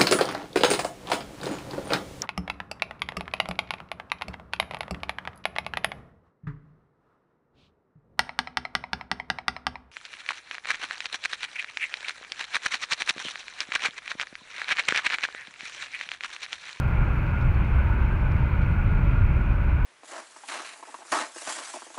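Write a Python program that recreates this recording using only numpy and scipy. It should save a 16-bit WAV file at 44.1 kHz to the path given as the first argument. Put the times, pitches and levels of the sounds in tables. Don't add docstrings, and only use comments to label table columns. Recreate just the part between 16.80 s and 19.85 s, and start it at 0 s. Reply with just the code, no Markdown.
import sys
import numpy as np
from scipy import signal
from scipy.fft import rfft, irfft, next_fast_len
from scipy.io import wavfile

SR = 44100
rng = np.random.default_rng(int(sys.argv[2]) if len(sys.argv) > 2 else 0)


def bounce(signal):
    frames = np.transpose(np.atleast_2d(signal))
    limited = np.clip(frames, -1, 1)
    pcm = np.round(limited * 32767).astype(np.int16)
    wavfile.write(sys.argv[1], SR, pcm)


N = 134505
T = np.arange(N) / SR

# harmonic_number, level_db
ENGINE_HARMONICS = [(2, -37.5), (3, -30), (4, -40.5), (6, -38), (9, -54), (10, -45.5), (12, -55.5),
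                    (15, -52.5), (16, -60), (17, -61), (18, -56.5), (19, -62), (20, -64.5), (25, -63),
                    (28, -57), (29, -64), (30, -60), (33, -65), (68, -57)]
# centre_hz, half_width_hz, level_db
CAB_MODES = [(31.3, 1.7, -29.5), (41.5, 7.6, -30), (96.6, 2.7, -40)]
# frequency_hz, density_db
ROAD_SPECTRUM = [(8, -37), (20, -9), (29, 0.5), (45, -1.5), (58, -7.5), (78, 0.5), (125, -5), (165, -7.5),
                 (200, -19), (270, -21), (350, -26), (430, -31.5), (700, -43.5), (1500, -77)]
# time_s, level_db
ROAD_ENVELOPE = [(0, -3), (.2, 0), (.55, -1), (.7, 1), (1.0, -1), (1.23, -1.5), (1.35, -1.5), (1.55, -1),
                 (1.7, -1), (2.05, 1.5), (2.35, 1.6), (2.7, -2), (2.85, -1), (3.0, -1)]
# start_s, pitch_hz, peak_db, decay_s
ROAD_BUMPS = [(.61, 65, -18, 0.035), (0.671, 99, -18.5, 0.023), (.955, 63.5, -22.5, 0.026),
              (1.21, 53.4, -15, 0.029), (1.515, 64, -13.5, .04), (1.547, 89.6, -14.5, 0.022),
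              (2.275, 45.8, -15, 0.038), (2.41, 90, -14, 0.011)]
# frequency_hz, density_db
TYRE_SPECTRUM = [(200, -13), (400, -4.5), (520, -2), (660, -3), (770, -3), (840, 1), (1100, -.5),
                 (1200, -1.5), (1350, 1.5), (1600, -2), (1720, -5), (1810, -12.5), (2000, -16), (2600, -31),
                 (4000, -57.5)]
# frequency_hz, density_db
AIR_SPECTRUM = [(900, -38), (1750, -8.5), (1930, -4.5), (2060, -1), (2250, 1), (2460, 1), (2650, -4),
                (2900, -11), (3100, -14), (3500, -21.5), (4400, -27.5), (4950, -34), (6000, -36),
                (7500, -42.5), (10000, -49)]
# time_s, upper_pitch_hz, upper_level_db, lower_level_db
WIND_TONES = [(0, 1424, -50, -53), (.22, 1402, -38.5, -43), (.3, 1405, -47, -52), (.45, 1421, -45.5, -50),
              (.55, 1440, -40, -45), (.65, 1429, -44, -49), (.72, 1445, -50, -47.5), (.92, 1479, -48, -53),
              (1.01, 1496, -41.5, -46), (1.08, 1458, -43.5, -41), (1.14, 1468, -41, -41),
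              (1.22, 1475, -54, -45), (1.29, 1485, -43, -53.5), (1.37, 1484, -54, -51),
              (1.46, 1474, -40.5, -41.5), (1.53, 1469, -42.5, -46), (1.7, 1465, -51.5, -46.5),
              (1.87, 1435, -40.5, -51), (1.95, 1428, -48.5, -56), (2.01, 1441, -39.5, -54),
              (2.17, 1436, -45, -62.5), (2.35, 1425, -41.5, -63), (2.46, 1438, -49, -56),
              (2.55, 1460, -47.5, -50), (2.75, 1494, -44, -47.5), (2.85, 1479, -50, -48),
              (3.04, 1482, -43, -47)]
# time_s, level_db
THIRD_TONE_ENVELOPE = [(0, -59), (.95, -54), (1.08, -47), (1.14, -52), (1.21, -44.5), (1.35, -54.5),
                       (1.7, -58), (3.0, -58)]
# peak_time_s, level_db, decay_s
TRIM_TICKS = [(.113, -64, .003), (.613, -54, .005), (.625, -52, .003), (.748, -53, .002), (.848, -55, .003),
              (.868, -62, .003), (1.381, -62, .003), (1.412, -59.5, .003), (1.513, -66, .005),
              (1.521, -51, .003), (1.569, -56, .002), (1.739, -62, .002), (1.818, -57, .008),
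              (1.83, -61, .016)]
# frequency_hz, density_db
TICK_SPECTRUM = [(2000, -7.5), (3400, 6), (5200, -1.5), (7000, -14), (10000, -24), (14000, -32.5)]
# frequency_hz, density_db
CRACKLE_SPECTRUM = [(3000, -4), (4200, 4.5), (6500, -1), (10400, -11.5), (12700, -3.5), (15500, -7.5)]
# frequency_hz, density_db
HISS_SPECTRUM = [(3000, 2.5), (7000, -11), (9000, 1.5), (10400, -12.5), (11500, -1.5), (12700, 2.5),
                 (15500, 5.5)]


def undb(db):
    return 10 ** (np.asarray(db) / 20)


def noise(gain_at):
    size = next_fast_len(N, True)
    hz = np.maximum(np.arange(size // 2 + 1) * SR / size, 1)
    shaped = irfft(rfft(rng.standard_normal(size)) * gain_at(hz), size)[:N]
    return shaped / np.std(shaped)


def coloured_noise(spectrum):
    hz, db = np.array(spectrum).T
    return noise(lambda f: undb(np.interp(np.log(f), np.log(hz), db)))


def curve(rows, column=1):
    rows = np.array(rows)
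    return np.interp(T, rows[:, 0], rows[:, column])


def drift(cutoff_hz):
    return noise(lambda f: 1 / (1 + (f / cutoff_hz) ** 4))


def flickering_noise(spectrum, flicker_db, rate_hz, bands=6):
    log_centres = np.log(np.geomspace(spectrum[0][0], spectrum[-1][0], bands))
    size = next_fast_len(N, True)
    bins = rfft(coloured_noise(spectrum), size)
    log_hz = np.log(np.maximum(np.arange(len(bins)) * SR / size, 1))
    out = 0
    for weights in np.eye(bands):
        band = irfft(bins * np.interp(log_hz, log_centres, weights), size)[:N]
        out = out + band * undb(flicker_db * drift(rate_hz))
    return out


def resonance(centre_hz, half_width_hz):
    phase = 2 * np.pi * np.cumsum(centre_hz * np.ones(N)) / SR
    skirt = lambda f: 1 / (1 + (f / half_width_hz) ** 2)
    return noise(skirt) * np.cos(phase) + noise(skirt) * np.sin(phase)


def engine(cycle_hz=20.6, speed_wander=0.00094, waver_db=1.63, gain_db=1.77):
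    cycles = np.cumsum(cycle_hz * (1 + speed_wander * drift(1.81))) / SR
    out = 0
    for harmonic, db in ENGINE_HARMONICS:
        phase = 2 * np.pi * (harmonic * cycles + rng.random())
        flutter = .36 * resonance(harmonic * cycle_hz, half_width_hz=8)
        out = out + undb(db + waver_db * drift(0.87)) * (np.sin(phase) + flutter)
    return np.sqrt(2) * undb(gain_db) * out


def road_rumble():
    booms = sum(undb(db) * resonance(hz, half_width) for hz, half_width, db in CAB_MODES)
    rumble = undb(-23.5) * flickering_noise(ROAD_SPECTRUM, flicker_db=0.18, rate_hz=2.9)
    return (rumble + booms) * undb(curve(ROAD_ENVELOPE))


def road_bumps(attack_s=0.002):
    out = 0
    for start_s, hz, peak_db, decay_s in ROAD_BUMPS:
        age = np.maximum(T - start_s, 0)
        envelope = (1 - np.exp(-age / attack_s)) * np.exp(-age / decay_s)
        out = out + undb(peak_db) * envelope / envelope.max() * np.sin(2 * np.pi * hz * age)
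    return out


def tyres_and_air(fade_db_per_s=-0.65):
    tyres = undb(-39.5) * flickering_noise(TYRE_SPECTRUM, flicker_db=0.5, rate_hz=8.6)
    air = undb(-44.5) * flickering_noise(AIR_SPECTRUM, flicker_db=0.93, rate_hz=13)
    return (tyres + air) * undb(fade_db_per_s * (T - T.mean()))


def wind_song(pitch_waver=0.00897, lower_ratio=.652, third_ratio=1.07, flicker_db=2.5):
    hz = curve(WIND_TONES) * (1 + pitch_waver * drift(12.04))
    phase = 2 * np.pi * np.cumsum(hz) / SR
    whistle = np.sqrt(2) * undb(-3.5 + flicker_db * drift(15)) * np.sin(phase)
    breath = undb(-3.5) * resonance(hz, half_width_hz=63)
    upper = undb(curve(WIND_TONES, column=2)) * (whistle + breath)
    lower = undb(curve(WIND_TONES, column=3) - 2) * resonance(hz * lower_ratio, half_width_hz=70)
    third = undb(curve(THIRD_TONE_ENVELOPE)) * resonance(hz * third_ratio, half_width_hz=27)
    return upper + lower + third


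def trim_ticks(attack_s=0.0023):
    envelope = 0
    for peak_s, db, decay_s in TRIM_TICKS:
        before, after = np.maximum(peak_s - T, 0), np.maximum(T - peak_s, 0)
        envelope = envelope + undb(db) * np.exp(-before / attack_s - after / decay_s)
    return envelope * coloured_noise(TICK_SPECTRUM)


def trim_crackle(grains_per_s=160, spread_db=2.6, decay_s=.0012, fade_db_per_s=-3):
    onsets = rng.random(N) < grains_per_s / SR
    impulses = onsets * undb(spread_db * rng.standard_normal(N))
    envelope = signal.lfilter([1], [1, -np.exp(-1 / (decay_s * SR))], impulses)
    chatter = envelope * coloured_noise(CRACKLE_SPECTRUM)
    return chatter / np.std(chatter) * undb(-71.5 + fade_db_per_s * T)


def scene():
    drone = engine() + road_rumble() + road_bumps()
    return (drone + tyres_and_air() + wind_song() + trim_ticks() + trim_crackle())[None]


def record(dry, cutoff_hz=15700, fade_db_per_s=-.5):
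    hiss = undb(-70.5 + fade_db_per_s * (T - T.mean())) * coloured_noise(HISS_SPECTRUM)
    low_pass = signal.ellip(10, .2, 80, cutoff_hz, fs=SR, output="sos")
    return signal.sosfilt(low_pass, dry + hiss)


dry = scene()
out = record(dry)
bounce(out)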